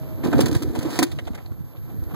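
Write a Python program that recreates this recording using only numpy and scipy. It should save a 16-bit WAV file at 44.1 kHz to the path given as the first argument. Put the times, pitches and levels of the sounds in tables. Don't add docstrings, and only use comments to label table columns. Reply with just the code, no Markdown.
import sys
import numpy as np
from scipy import signal
from scipy.fft import rfft, irfft
from scipy.io import wavfile
from scipy.ndimage import uniform_filter1d

SR = 44100
rng = np.random.default_rng(int(sys.argv[2]) if len(sys.argv) > 2 else 0)


def waveform_to_disk(signal):
    frames = np.transpose(np.atleast_2d(signal))
    scaled = np.clip(frames, -1, 1) * 32767
    samples = np.round(scaled).astype(np.int16)
    wavfile.write(sys.argv[1], SR, samples)


N = 94815
T = np.arange(N) / SR
LN_60DB = np.log(1000)

# pitch in Hz, level of a blow's ring in dB, t60 in seconds.
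BODY_MODES = [(251.8, 1.5, 0.069), (314.1, 0, 0.088), (341, -7.5, 0.19), (447, -10.5, 0.11),
              (517, -12.5, 0.087), (721, -7.5, 0.054), (994, -7.5, 0.035), (1290, -14, 0.04),
              (1545, -11.5, 0.051), (1800, -15.5, 0.051), (2396, -14, 0.097), (4020, -26, 0.14)]


def undb(db):
    return 10 ** (np.asarray(db) / 20)


def unit(x):
    return x / np.sqrt(np.mean(x ** 2))


def curve(rows):
    seconds, db = np.array(rows).T
    return undb(np.interp(T, seconds, db))


def walk(rate):
    width = max(int(SR / rate), 2)
    smooth = uniform_filter1d(rng.standard_normal(N), width, mode="wrap")
    return unit(uniform_filter1d(smooth, width, mode="wrap"))


def wavering_tone(hz, waver, rate):
    return np.sin(2 * np.pi * np.cumsum(hz * (1 + waver * walk(rate))) / SR)


def ring(x, response):
    return signal.fftconvolve(x, response[None], axes=1)[:, :N]


def colour(x, points):
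    size = 4096
    hz, db = np.array(points).T
    f = np.maximum(np.fft.rfftfreq(size, 1 / SR), 1)
    spectrum_db = np.interp(np.log(f), np.log(hz), db)
    cepstrum = irfft(np.log(undb(spectrum_db)))
    cepstrum[1:size // 2] *= 2
    cepstrum[size // 2 + 1:] = 0
    response = irfft(np.exp(rfft(cepstrum)))
    return ring(x, response / np.linalg.norm(response))


def ports(x, likeness):
    shared = np.sqrt(1 + likeness) * x[0]
    opposed = np.sqrt(1 - likeness) * x[1] * np.array([[1], [-1]])
    return (shared + opposed) / np.sqrt(2)


def grit(rate, spread_db):
    struck = rng.random(N) < rate / SR
    size = undb(spread_db * np.clip(rng.standard_normal(N), -2, 2))
    return unit(struck * size * rng.standard_normal((2, N)))


def bursts(rows, attack_s, decay_s):
    power = 0
    for start, db, length in rows:
        rise = np.clip((T - start) / attack_s, 0, 1)
        fall = np.exp(-np.maximum(T - start - length, 0) / decay_s)
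        power = power + (undb(db) * rise * fall) ** 2
    return np.sqrt(power)


def ping(hz, t60):
    t = T[:SR // 40]
    tone = np.sin(2 * np.pi * hz * t) * np.exp(-LN_60DB * t / t60)
    return tone / np.linalg.norm(tone)


def panels(x, ring_db):
    t = T[:SR // 4]
    response = 0
    for hz, _, t60 in BODY_MODES:
        even_gain = 2 * LN_60DB / (t60 * SR)
        response = response + even_gain * np.cos(2 * np.pi * hz * t) * np.exp(-LN_60DB * t / t60)
    return (x + undb(ring_db) * ring(x, response)) / np.sqrt(1 + undb(ring_db))


def tyres():
    # time in seconds, level in dB.
    roll_level = [(0, -37), (.22, -30.5), (.245, -16.5), (.31, -22), (.325, -18.5), (.335, -16.5),
                  (.41, -15), (.5, -22.5), (.6, -25.5), (.73, -29.5), (.765, -27.5), (.96, -27), (1.1, -36),
                  (1.37, -40.5), (1.68, -48), (1.9, -41), (2.07, -41.5), (2.15, -32)]
    # frequency in Hz, relative density in dB per Hz.
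    roll_colour = [(60, -28), (140, 4.5), (300, 8), (420, -1.5), (550, -7.5), (750, -17.5), (1100, -29),
                   (1700, -28.5), (2600, -35), (5000, -40.5), (15000, -68)]
    # time in seconds, level in dB.
    crunch_level = [(0, -42.5), (.228, -42.5), (.243, -26), (.3, -36.5), (.324, -37), (.335, -23.5),
                    (.42, -29.5), (.58, -56), (.74, -50), (.76, -28.5), (.81, -47), (.86, -28.5),
                    (.95, -38), (1.06, -40), (1.16, -58), (1.32, -51), (1.39, -41.5), (1.45, -48.5),
                    (1.69, -55), (1.76, -42), (1.82, -61), (1.9, -45), (1.99, -57), (2.15, -40.5)]
    # frequency in Hz, relative gain in dB.
    crunch_colour = [(200, -27), (450, 5.5), (700, 2.5), (1200, -3), (1800, -18.5), (2800, -6), (6000, -24)]
    grains = colour(ports(grit(rate=2500, spread_db=0), likeness=0.81), roll_colour)
    roar = unit(panels(grains, ring_db=-1)) * curve(roll_level)
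    crunch = unit(colour(crumbs(), crunch_colour)) * curve(crunch_level)
    return roar * undb(-1.5 + 2 * walk(17)) + undb(-4.5) * crunch


def crumbs():
    cycles = 5
    total = 0
    for hz in np.geomspace(400, 4000, 10):
        snaps = ports(grit(rate=170, spread_db=2), likeness=0.15)
        total = total + ring(snaps, ping(hz, cycles / hz))
    return unit(total)


def rumble():
    # time in seconds, level in dB.
    rumble_level = [(0, -31.5), (.22, -28), (.34, -19.5), (.52, -23.5), (.68, -32), (.86, -27.5),
                    (.95, -31), (1.3, -35), (1.4, -42), (1.55, -34.5), (1.72, -42.5), (1.93, -34.5),
                    (2.0, -24), (2.05, -36.5), (2.15, -30.5)]
    # frequency in Hz, relative density in dB per Hz.
    rumble_colour = [(20, -89), (35, -23), (55, 0), (100, 1.5), (150, 0.5), (230, -16.5), (500, -31),
                     (1500, -101)]
    # peak in seconds, level in dB before the port gains, pitch in Hz.
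    thumps = [(0.26, -17, 130), (0.35, -7.5, 240), (0.366, -17, 52), (0.369, -9, 130), (0.3923, -3, 410),
              (0.44, -11.5, 116), (.468, -16, 317), (.525, -15, 105), (0.565, -5.5, 109.5),
              (0.586, -26, 90), (0.634, -20, 109), (0.66, -16.5, 78.4), (.684, -16, 106), (0.704, -20, 60),
              (0.707, -27, 280), (.745, -21.5, 250), (0.79, -16, 95), (0.878, -20, 120), (1.16, -29, 90),
              (1.183, -21.5, 114), (1.23, -22, 90), (1.272, -26, 62), (1.307, -19, 212), (1.317, -20, 74.6),
              (1.459, -26, 78.5), (1.518, -19, 103), (1.521, -27.5, 263), (1.609, -21.5, 148),
              (1.786, -24, 101), (1.826, -30, 70.4), (1.945, -26, 230), (1.991, -19.5, 100),
              (2.029, -18.5, 68.5), (2.073, -21, 79), (2.14, -20, 175)]
    spread_cycles = 0.49
    noise = colour(ports(rng.standard_normal((2, N)), likeness=0.24), rumble_colour)
    air = noise * curve(rumble_level) * undb(3.5 * walk(14))
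    jolts = 0
    for peak, db, hz in thumps:
        bell = np.exp(-((T - peak) * hz / spread_cycles) ** 2 / 2)
        jolts = jolts + undb(db) * np.cos(2 * np.pi * hz * (T - peak)) * bell
    return air + jolts * np.array([[.2], [1.6]])


def knocks():
    # start in seconds, level in dB before the trims, contact in seconds.
    bumps = [(0.238, -23, 0.0018), (.247, -23.5, 0.0022), (.26, -15.5, 0.0021), (0.284, -8.5, 0.0069),
             (.335, -23, 0.00072), (.347, -20, 0.0032), (.378, -19.5, 0.0014), (.392, -18, 0.0014),
             (.406, -11, 0.0025), (0.433, -16.5, 0.0037), (0.464, -27.5, 0.00087), (0.495, -17.5, 0.0027),
             (.552, -17.5, 0.0027), (.683, -34, 0.0041), (0.769, -28.5, 0.003), (.991, -13, 0.00063),
             (1.024, -15.5, 0.00054), (1.497, -42, 0.0023), (1.605, -45, 0.0023), (1.89, -40, 0.0016),
             (2.025, -30, 0.0042), (2.138, -39, 0.002)]
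    out = np.zeros((2, N + SR))
    t = T[:SR // 50]
    for start, db, contact in bumps:
        first = int(start * SR)
        push = t * np.exp(-t / (contact / 10))
        for port in range(2):
            sound = signal.fftconvolve(body(spread_db=4), push / push.sum())
            out[port, first:first + len(sound)] += undb(db + 1) * sound
    return out[:, :N] * np.array([[.8], [.9]])


def body(spread_db):
    t = T[:SR // 8]
    total = 0
    for hz, db, t60 in BODY_MODES:
        gain = undb(db + spread_db * rng.standard_normal())
        varied_hz = hz * (1 + .02 * rng.uniform(-0.84, 1))
        total = total + gain * np.sin(2 * np.pi * varied_hz * t) * np.exp(-LN_60DB * t / t60)
    return total


def clacks():
    # start in seconds, level in dB before the trims, length in seconds, part's pitch in Hz.
    hits = [(0.234, -38, 0.0032, 2120), (.328, -25, 0.0081, 1510), (0.346, -41, 0.0034, 1070),
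            (0.39, -20.5, 0.0026, 915), (0.434, -32.5, 0.0016, 1500), (0.549, -32, 0.002, 1930),
            (.552, -29, 0.0029, 530), (0.751, -30, 0.011, 700), (0.81, -36, 0.0023, 1740),
            (0.854, -32, 0.0034, 800), (1.018, -30.5, .003, 1850), (1.023, -28, 0.0041, 510),
            (1.116, -35.5, .001, 3680), (1.187, -31.5, 0.00091, 3060), (1.188, -34.5, 0.0049, 1920),
            (1.191, -36, 0.0025, 540), (1.253, -44, .002, 4360), (1.27, -38.5, 0.0019, 3540),
            (1.274, -33.5, 0.0077, 710), (1.333, -41.5, 0.003, 870), (1.344, -41.5, 0.012, 1920),
            (1.376, -40.5, 0.011, 1920), (1.459, -44, 0.0017, 4300), (1.518, -46.5, 0.0018, 1180),
            (1.768, -50, .002, 3600), (1.895, -47.5, 0.013, 620), (2.004, -51.5, .002, 800),
            (2.099, -45, 0.02, 1190), (2.142, -35.5, 0.0085, 1240)]
    # frequency in Hz, relative gain in dB.
    clack_colour = [(200, -13), (480, 13.5), (700, 14.5), (1000, 2.5), (1900, -1), (3300, -2.5),
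                    (4700, -11.5), (8000, -12.5), (15000, -31)]
    contacts, rings = 0, 0
    for start, db, length, hz in hits:
        envelope = bursts([(start, db, length)], attack_s=.0005, decay_s=0.008)
        chatter = ports(grit(rate=4300, spread_db=2), likeness=0.038) * envelope
        chatter[0, int(start * SR)] += undb(db + 18)
        contacts = contacts + chatter
        rings = rings + ring(chatter, ping(hz, t60=0.006))
    return undb(-0.5) * (colour(contacts, clack_colour) + undb(-3.5) * rings) / np.sqrt(2)


def sleeve():
    # time in seconds, level in dB.
    rustle_level = [(0, -56), (.23, -56.5), (.25, -35.5), (.3, -46), (.37, -49.5), (.4, -39), (.55, -43.5),
                    (.61, -47), (.69, -51), (.76, -44.5), (.87, -43), (.92, -41.5), (.97, -33.5),
                    (1.04, -41.5), (1.08, -48.5), (1.2, -58), (1.5, -62.5), (2.15, -61)]
    # frequency in Hz, relative density in dB per Hz.
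    rustle_colour = [(200, -21.5), (700, 6.5), (1600, -0.5), (2600, -3), (4200, -2), (7000, -7.5),
                     (11000, -11), (15500, -16.5)]
    # start in seconds, level in dB before ring and trim, length in seconds.
    scrapes = [(.238, -40.5, 0.0041), (.269, -40, 0.0018), (.38, -33.5, 0.0024), (.405, -21, 0.0083),
               (.457, -26, 0.005), (.481, -34, 0.005), (.513, -34.5, 0.0014), (.527, -32.5, 0.0017),
               (.549, -28, 0.0022), (.563, -34, 0.002), (.621, -35, 0.012), (.752, -39, 0.008),
               (.789, -33.5, 0.0013), (.827, -37, 0.0048), (.904, -36, 0.0041), (.989, -17, 0.0033),
               (1.027, -16.5, 0.0045), (1.1165, -38.5, 0.00076), (1.348, -44, 0.0068), (2.037, -49.5, .002)]
    # frequency in Hz, relative density in dB per Hz.
    scrape_colour = [(200, 9.5), (700, -6), (1600, 1), (2600, -1), (4200, 1), (7000, -3.5), (11000, -5),
                     (15500, -13)]
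    fine = ports(grit(rate=12000, spread_db=3), likeness=0.011)
    rustle = colour(fine, rustle_colour) * curve(rustle_level) * undb(2 * walk(67))
    rough = ports(grit(rate=12000, spread_db=3), likeness=0.061)
    scrape = colour(rough * bursts(scrapes, attack_s=.001, decay_s=0.0066), scrape_colour)
    return panels(rustle + scrape, ring_db=-4.5) * undb(np.array([[4.5], [-1.5]]))


def judders():
    # start in seconds, level in dB before the trims, length in seconds, mean pitch in Hz.
    slips = [(0.341, -13.5, 0.009, 245), (0.419, -19.5, 0.0098, 315), (0.517, -21, 0.011, 310),
             (0.616, -22.5, 0.0095, 290), (0.642, -26.5, 0.0051, 340), (0.851, -19.5, 0.011, 304.5),
             (0.988, -13, 0.0076, 305), (1.006, -15, 0.0076, 275), (1.021, -12.5, 0.0059, 300)]
    shake = 0
    for start, db, length, hz in slips:
        envelope = bursts([(start, db, length)], attack_s=0.0022, decay_s=0.012)
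        shake = shake + envelope * wavering_tone(hz, waver=0.0603, rate=149)
    return undb(2) * shake * np.array([[1.1], [1.7]])


def hum():
    # mean pitch in Hz, rms level in dB before drift and fade.
    hum_tones = [(307, -48.5), (635, -49.5)]
    fade_db_per_s = 13.5
    tones = sum(undb(db + 2 * walk(19)) * wavering_tone(hz, waver=.004, rate=20) for hz, db in hum_tones)
    return np.sqrt(2) * tones * undb(-fade_db_per_s * T)


def whine():
    # time in seconds, level in dB.
    whine_level = [(0, -59), (.37, -55), (.41, -62.5), (.95, -58.5), (1.06, -68), (2.15, -57)]
    # frequency in Hz, relative density in dB per Hz.
    hiss_colour = [(300, 11), (1500, 12), (2600, -8), (4000, -3), (7000, -7.5), (10000, -1.5), (15000, -20)]
    level = curve(whine_level)
    tone = np.sqrt(2) * wavering_tone(12208, waver=.00005, rate=6.7)
    hiss = colour(ports(rng.standard_normal((2, N)), likeness=0.044), hiss_colour)
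    return undb(1.5) * level * tone * undb(.5 * walk(60)) + undb(-61) * unit(level) * hiss


def scene():
    return tyres() + rumble() + knocks() + clacks() + sleeve() + judders() + hum() + whine()


def record(dry):
    cross, lag_samples, top_hz = .98, 16, 15700
    delayed = np.pad(dry[::-1], ((0, 0), (lag_samples, 0)))[:, :N]
    wide = (dry - cross * delayed) / np.sqrt(1 + cross ** 2)
    rounded = np.tanh(wide * undb(np.array([[-1], [1]])))
    lowpass = signal.ellip(10, .2, 80, top_hz, fs=SR, output="sos")
    return signal.sosfilt(lowpass, rounded)


dry = scene()
out = record(dry)
waveform_to_disk(out)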